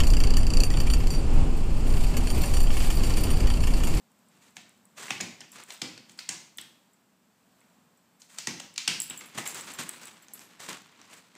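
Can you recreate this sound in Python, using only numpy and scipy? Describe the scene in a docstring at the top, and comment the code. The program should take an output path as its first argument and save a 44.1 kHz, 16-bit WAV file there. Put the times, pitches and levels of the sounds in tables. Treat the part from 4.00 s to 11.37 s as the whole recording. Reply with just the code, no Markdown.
"""In a bedroom, a small dog steps about on a stiff floor sheet, then climbs onto bedding.
Its claws snap on the sheet and its paws thump the floorboards. Pads and fur drag over sheet and
cloth with a scuffing sound, and the metal collar tags knock together and ring. The hard walls
echo the steps and clinks, over a quiet room hum and the hiss of the microphone."""
import sys
import numpy as np
from scipy import signal
from scipy.fft import rfft, irfft, next_fast_len
from scipy.io import wavfile
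from scipy.ndimage import uniform_filter1d, map_coordinates

SR = 44100
rng = np.random.default_rng(int(sys.argv[2]) if len(sys.argv) > 2 else 0)


def wrap_up_sound(samples):
    """Save the sound to the file named by the first command line argument, as 16-bit audio."""
    columns = np.atleast_2d(samples).T
    # keep every value between -1 and 1, then stretch to whole-number steps
    tamed = np.clip(columns, -1, 1)
    steps = np.round(tamed * 32767).astype(np.int16)
    wavfile.write(sys.argv[1], SR, steps)


N = 325017

# Levels in the tables are relative. A fade time is how long a sound takes to drop by 60 dB.
# The room's hum and hiss. Each row: frequency in Hz, level in dB.
ROOM_TONE = [(25, -42), (80, -15.5), (145, -11.5), (185, -2.5), (250, -6.5), (310, -15.5), (420, -17.5),
             (1000, -18), (2050, -24.5), (3100, -26.5), (6500, -30.5), (7700, -25), (9200, -33),
             (11000, -36.5), (14800, -30.5), (16000, -60)]
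# The echo of the room. Each row: frequency in Hz, fade time in seconds.
ECHO_FADE = [(150, 0.56), (700, 0.58), (1800, 0.5), (4800, 0.56), (8000, 0.44), (12800, 0.56)]
# Walls and bedding soak up treble at once. Each row: frequency in Hz, level in dB.
SOAK_UP = [(200, 2), (5000, -2), (9000, -4.5), (15000, -1)]
# The boom of floor and room. Each row: frequency in Hz, width in Hz, level in dB.
BOOM_TONES = [(115.4, 46, -5), (171.6, 39.4, 1), (234, 56, 0.5), (335, 137, -5)]
# The tone of rubbed cloth. Each row: frequency in Hz, level in dB.
CLOTH_COLOUR = [(240, -15.5), (400, -6.5), (726, -8), (1030, -3), (2220, -5), (5230, -8.5), (7670, -1.5),
                (12500, -18.5), (14600, -11), (15500, -33)]
# Pads and fur drag over sheet and bedding. Each row: start in seconds, hold in seconds, level in dB,
# then treble and low drag in dB on top of that level.
STROKES = [(0.295, 0.062, -69, -9, -1), (0.405, 0.039, -62, 0, -17), (0.55, .01, -66.5, 9, -15),
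           (0.95, 0.13, -46.5, -1, -12), (1.515, 0.022, -57, 4, -19), (1.544, 0.046, -49.5, -8, -13.5),
           (1.669, 0.052, -52.5, 1, -18), (2.083, 0.0093, -65, 7, -6), (2.17, .005, -59.5, 8, -18),
           (4.191, 0.012, -67, 11, -16), (4.279, 0.059, -60.5, 4.5, -22), (4.367, 0.0055, -53, -2, -25),
           (5.091, 0.016, -46.5, -13, -5.5), (5.198, 0.014, -53, -3, -4.5), (5.34, 0.014, -46, -3, -1.5),
           (5.371, 0.0034, -38.5, 1, -2.5), (5.445, 0.035, -44.5, 6, -17), (5.511, 0.086, -46, 0.5, -6.5),
           (5.656, 0.043, -47, -2, -8.5), (5.78, 0.0071, -38.5, 1, -5), (6.008, 0.0038, -45, -2, -26),
           (6.312, .1, -60.5, 3, -3.5), (6.587, 0.047, -48, 0.5, -13), (6.676, 0.012, -38.5, -5, -8),
           (6.983, 0.013, -59.5, -13, -4), (7.082, 0.072, -55.5, -1.5, -10), (7.35, .03, -56.5, -15, -4)]
# The bedding rustles and settles under the dog. Each row: time in seconds, level in dB.
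RUSTLE = [(5.1, -60.5), (5.25, -58), (5.5, -56), (5.92, -51), (6.1, -57), (6.3, -63), (6.5, -60.5),
          (6.85, -60), (7.37, -67.5)]
# The tick of metal hitting metal. Each row: frequency in Hz, level in dB.
TICK_COLOUR = [(3000, -100), (6000, -19.5), (7800, 2), (11000, -9.5), (13000, -13), (14500, -13),
               (17000, -3)]
# The tones of three metal collar pieces. Each row: frequency in Hz, level in dB, fade time in seconds.
DISC = [(6500, -12, 0.052), (7550, 2, 0.086), (10600, -2.5, 0.11), (13670, -22, 0.09), (14230, -5, 0.12)]
PLATE = [(5740, -25, 0.18), (9000, -10, 0.11), (11300, 3, 0.1), (12110, -16, .1), (14030, -2, .1),
         (14700, -16, 0.23)]
LOOP = [(7780, 9.5, 0.044), (14400, -3, 0.037)]
# Collar clinks. Each row: start in seconds, level in dB, the pieces struck, their ring in dB.
CLINKS = [(.1176, -58, LOOP, -27), (.19, -60, LOOP, -35), (.286, -56.5, LOOP, -27), (.367, -61, LOOP, -35),
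          (.507, -59, LOOP, -37), (.6933, -49.5, LOOP, -33), (.775, -59, LOOP, -33),
          (0.854, -48.5, LOOP, -25), (1.4925, -58, DISC, -22), (1.5186, -38, DISC, -26),
          (1.637, -39.5, LOOP, -36), (1.723, -40, DISC, -36), (1.738, -46, LOOP, -17),
          (2.119, -48, LOOP, -29), (2.5725, -36, DISC + PLATE, -28), (2.613, -37, LOOP, -31),
          (2.9336, -57, LOOP, -27), (3.6052, -57, LOOP, -28), (3.9736, -62, LOOP, -19),
          (4.74, -48, LOOP, -38), (5.002, -22.5, LOOP, -23.5), (5.0183, -25, DISC, -19),
          (5.0554, -51, DISC, -21), (5.099, -34, LOOP, -11.5), (5.1753, -36, DISC, -13.5),
          (5.2593, -38.5, DISC, -25), (5.475, -23, DISC, -21.5), (5.5457, -32, DISC, -30),
          (5.609, -36, LOOP, -22), (5.665, -41, LOOP, -37), (5.7176, -37, DISC, -35),
          (5.7365, -36.5, DISC, -18), (5.892, -22, LOOP, -55), (6.0374, -59, LOOP, -16),
          (6.0553, -36, LOOP, -24), (6.072, -39, LOOP, -27), (6.081, -45, LOOP, -26),
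          (6.223, -52.5, DISC + LOOP, -15.5), (6.3358, -34, PLATE + LOOP, -22), (7.1396, -44, LOOP, -42),
          (7.1694, -53, LOOP, -16)]
# Paws landing. Each row: start in seconds, level in dB, thump in dB, body (low tones) in dB,
# brightness in dB, the frequency the sheet favours in Hz.
PAW_FALLS = [(0.5673, -38, -18.5, -8, -2, 3560), (1.081, -37.5, -28, -3, -16, 2470),
             (1.105, -23.5, -17, -11.5, -3, 2530), (1.2029, -32, -14, -4, -7, 2380),
             (1.2081, -24, -16.5, -19.5, -4, 6800), (1.4055, -45, -25, -2, 4, 5470),
             (1.413, -37.5, -19.5, -21, -23, 2380), (1.704, -32, -36, -20, -9, 6330),
             (1.817, -25, -14, -9, -3.5, 4630), (1.977, -44.5, -16, -12, -6, 4500),
             (2.095, -48, -12, -9, -2.5, 6500), (2.1892, -27, -40, -23.5, -8.5, 4400),
             (2.29, -24, -24, -15, 0, 6000), (2.584, -31, -23.5, -19, -7, 3400),
             (3.6126, -64.5, -20, 1, -18, 2210), (4.218, -47, -30, -23, -2.5, 6550),
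             (4.3018, -51, -26, -16, -17, 6210), (4.385, -26, -32, -25, -3.5, 4500),
             (4.471, -22, -15, -12, -4.5, 6900), (4.599, -36, -31, -8, 1.5, 3140),
             (4.76, -34.5, -35, -24, -7, 4400), (4.7781, -18, -40, -28, -10.5, 5960),
             (4.877, -13.5, -26, -19, -3.5, 2800), (5.1066, -34, -42, -14, -31, 3240),
             (5.2103, -39, -32, -10.5, -26, 2180), (5.3855, -27, -23.5, 0.5, -9, 7200),
             (5.463, -33.5, -43, -9, -14, 2420), (5.7906, -36, -14, -3, -8, 2420),
             (5.961, -42, -24, -13, -11, 2640), (6.2841, -52.5, -19, 6, 6.5, 6200),
             (6.393, -55, -28, 10, 13, 5800), (6.9254, -49, -35, -6, -26, 2340),
             (7.015, -42.5, -30, -9, -8, 5660), (7.3527, -49, -19, -4, -1.5, 2240)]

ONTO_BEDDING_S = 5.15
SHEET_CONTACT_MS, BEDDING_CONTACT_MS = 6.63, 3.3  # claws skid on the sheet, only catch on cloth


def amp(db):
    """Turn decibels into a gain to multiply by."""
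    return 10 ** (np.asarray(db) / 20)


def unit(x):
    """Scale a signal to an average power of 1."""
    return x / np.sqrt(np.mean(x ** 2) + 1e-20)


def along(points, hz):
    """Read between (Hz, value) points on a logarithmic frequency scale."""
    freqs, values = np.transpose(points)
    return np.interp(np.log(hz + 1), np.log(freqs + 1), values)


def wobble(rate):
    """A smooth curve through `rate` random values a second."""
    return map_coordinates(rng.standard_normal(int(N * rate / SR) + 4), [np.arange(N) * rate / SR])


def filtered(x, response):
    """Filter x; response(hz) says how each frequency passes."""
    size = next_fast_len(len(x) + 8192)
    return irfft(rfft(x, size) * response(np.fft.rfftfreq(size, 1 / SR)), size)[:len(x)]


def coloured(x, spectrum):
    """Shape the tone of x by (Hz, dB) points, keeping its start sharp."""
    size = next_fast_len(2 * len(x), real=True) // 2 * 2
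    cepstrum = irfft(np.log(amp(along(spectrum, np.fft.rfftfreq(size, 1 / SR)))), size)
    # make the filter ring only after a sound, never before it
    cepstrum[1:size // 2] *= 2
    cepstrum[size // 2 + 1:] = 0
    return irfft(rfft(x, size) * np.exp(rfft(cepstrum)), size)[:len(x)]


def add(track, start, sound):
    """Mix a sound into the track at `start` seconds."""
    part = track[round(start * SR):][:len(sound)]
    part += sound[:len(part)]


def room_tone():
    """A low hum and a smooth hiss, wavering a little in level."""
    tone = unit(filtered(rng.standard_normal(N), lambda hz: amp(along(ROOM_TONE, hz))))
    return tone * amp(-64.5 + 0.87 * wobble(3.84))


def wall_echo(x, level_db, rise_ms, gap_ms=6):
    """The walls answer after a short gap with a noisy tail; each frequency fades at its own speed."""
    hz, t, spectra = signal.stft(rng.standard_normal(SR // 2), SR, nperseg=256)
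    fade = amp(-60 * t / along(ECHO_FADE, hz)[:, None])
    tail = signal.istft(spectra * fade, SR, nperseg=256)[1]
    ms = 1000 * np.arange(len(tail)) / SR
    tail *= np.clip((ms - gap_ms) / rise_ms, 0, 1)
    return signal.fftconvolve(x, amp(level_db) * tail / np.linalg.norm(tail))


def floorboards(hz):
    """A filter for the boards, which boom at a few low frequencies when pushed."""
    return sum((-1) ** k * amp(db) * 1j * hz * width / (centre ** 2 - hz ** 2 + 1j * hz * width)
               for k, (centre, width, db) in enumerate(BOOM_TONES))


def dragging():
    """How strongly the strokes and the rustle rub over time: gains for body, treble and low drag."""
    t, power = np.arange(N) / SR, np.zeros((3, N))
    for start, hold, db, treble_db, drag_db in STROKES:
        rise = 0.0066 + 0.23 * hold
        part = slice(round(start * SR), round((start + .6) * SR))
        age = t[part] - start
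        swell = np.minimum(age / rise, 1) ** 2
        fade = amp(-171 * np.maximum(age - rise - hold, 0))  # 171 dB a second
        power[:, part] += (amp(db + np.array([[0], [treble_db], [drag_db]])) * swell * fade) ** 2
    rustle_db = np.interp(t, *np.transpose(RUSTLE))
    rustle = (t > RUSTLE[0][0]) * amp(rustle_db + np.array([[0], [-12.5], [-8.5]]))
    return np.sqrt(power + rustle ** 2)


def crinkles(gain, per_second=60, fade_s=0.003):
    """Folds of cloth and sheet snap at random under a drag: one duller and one brighter set of ticks."""
    t, out = np.arange(400) / SR, 0
    for cut_hz in (1200, 4500):
        snaps = rng.random(N) < per_second / SR
        sizes = amp(2.5 * np.minimum(rng.exponential(size=N), 2.5))
        ticks = signal.fftconvolve(snaps * sizes, amp(-60 * t / fade_s))[:N] * rng.standard_normal(N)
        out += filtered(ticks, lambda hz: amp(along(CLOTH_COLOUR, hz) + 8) / (1 + (cut_hz / (hz + 1)) ** 4))
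    return amp(4.5) * gain * out


def scuff():
    """Fibres catch and let go: tiny uneven clicks on a fluttering hiss, with a low drag under them."""
    body_gain, treble_gain, drag_gain = dragging()
    grains = (rng.random(N) < .015) * rng.standard_normal(N)
    grains *= amp(3 * np.minimum(rng.exponential(size=N), 3.5))
    flutter = amp(1.1 * wobble(60) + 1.4 * wobble(150))
    friction = unit(rng.standard_normal(N) + 0.52 * unit(grains)) * flutter
    cloth = filtered(friction, lambda hz: amp(along(CLOTH_COLOUR, hz)))
    treble = filtered(cloth, lambda hz: 1 / (1 + (5500 / (hz + 1)) ** 6))
    drag = unit(filtered(rng.standard_normal(N), floorboards))
    rub = body_gain * unit(cloth - treble) + treble_gain * amp(-5) * unit(treble)
    return rub + drag_gain * amp(0.5) * drag + crinkles(body_gain)


def collar():
    """Each clink is a sharp tick that rings the metal struck; fur and rattling make the ring uneven."""
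    out, t, points = np.zeros(N), np.arange(SR // 4) / SR, np.arange(64)
    onset = np.minimum(t / 0.00046, 1)
    for start, db, tones, ring_db in CLINKS:
        # after the first hit the pieces chatter against each other
        chatter = (rng.random(len(t)) < .003) * rng.standard_normal(len(t)) * amp(-9.5 - 60 * t / 0.91)
        tick = rng.standard_normal(len(t)) * amp(-60 * t / 0.0096)
        clink = coloured(tick + chatter, TICK_COLOUR)
        for hz, tone_db, fade_s in tones:
            nudges = np.clip(rng.standard_normal(64), -2, 1) * np.minimum(points / 2, 1)
            touch = np.interp(t, points / 256, nudges)
            gain = amp(ring_db + tone_db + rng.normal(0, 3.5) + 7.7 * touch - 60 * t / fade_s)
            pitch = hz * (1 + rng.normal(0, 0.0027))
            rattle_radians = 1.8 * touch[::-1]
            clink += gain * onset * np.sin(2 * np.pi * pitch * t + rattle_radians)
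        add(out, start, amp(db + 8.5) * clink)
        add(out, start, wall_echo(amp(db + 6) * clink, level_db=-7, rise_ms=5))
    return out


def claw_scrape(contact_ms, power=0.28):
    """Claws scrape for a few milliseconds: a short, rough burst of noise."""
    progress = 1000 * np.arange(2048) / SR / contact_ms
    roughness = unit(amp(3 * np.repeat(rng.standard_normal(128), 16)))
    rise = 1 - np.exp(-(progress / 0.2) ** 2)
    fall = np.exp(-.5 * progress - progress ** 4)
    burst = roughness * rng.standard_normal(2048) * rise * fall
    return burst / np.linalg.norm(burst) * np.sqrt(power * np.sum(progress < 1))


def step_colour(hz, db, body_db, bright_db, sheet_hz):
    """The tone of one step in dB: the patch under the paw favours one band, amid random peaks and dips."""
    mid_db = -6.5 + 0.46 * body_db
    top_db = -18 + 0.92 * bright_db - 0.05 * db  # the highest treble grows less in hard steps
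    outline = [(200, body_db - 14), (800, body_db + 11.5), (1300, mid_db + 8), (2100, mid_db + 16),
               (3800, 0), (7000, bright_db + 5.5), (8800, bright_db + 2),
               (10500, top_db + 2), (15000, top_db - 2.5)]
    ripples = 2.5 * unit(uniform_filter1d(rng.standard_normal(len(hz)), size=4))
    sheet_peak = 6 / (1 + ((hz - sheet_hz) / 350) ** 2)
    return along(outline, hz) + ripples + sheet_peak


def steps():
    """Claws land with a crack; the weight of the paw follows and thumps the boards."""
    out, hz = np.zeros(N), np.geomspace(200, 15000, 120)
    for start, db, thump_db, body_db, bright_db, sheet_hz in PAW_FALLS:
        scrape = claw_scrape(SHEET_CONTACT_MS if start < ONTO_BEDDING_S else BEDDING_CONTACT_MS)
        colour_db = step_colour(hz, db, body_db, bright_db, sheet_hz)
        crack = coloured(scrape, np.transpose([hz, colour_db]))
        add(out, start - .001, amp(db + 3.5) * crack)
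        push = np.pad(np.hanning(70) * amp(db + thump_db + 18.5), (150, 6000))
        thump = filtered(push, floorboards)
        add(out, start, thump)
        # the walls get the crack from all sides, which evens out its peaks and dips
        click = np.linalg.norm(scrape) * signal.unit_impulse(len(scrape))
        even_crack = coloured(click, np.transpose([hz, uniform_filter1d(colour_db, size=9)]))
        to_walls = amp(2) * thump
        add(to_walls, 0, amp(db + 2.5) * coloured(even_crack + amp(-9.5) * crack, SOAK_UP))
        add(out, start, wall_echo(to_walls, level_db=1.17, rise_ms=0.5))
    return out


def scene():
    """All the sounds together in one channel."""
    return (steps() + collar() + scuff() + room_tone())[None]


def record(dry, bass_hz=90, top_hz=15500):
    """The microphone drops the deep bass and the very highest treble."""
    return filtered(dry[0], lambda hz: (1j * hz / (bass_hz + 1j * hz)) ** 2
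                    / (1 + (hz / top_hz) ** 120))[None]


dry = scene()
out = record(dry)
wrap_up_sound(out)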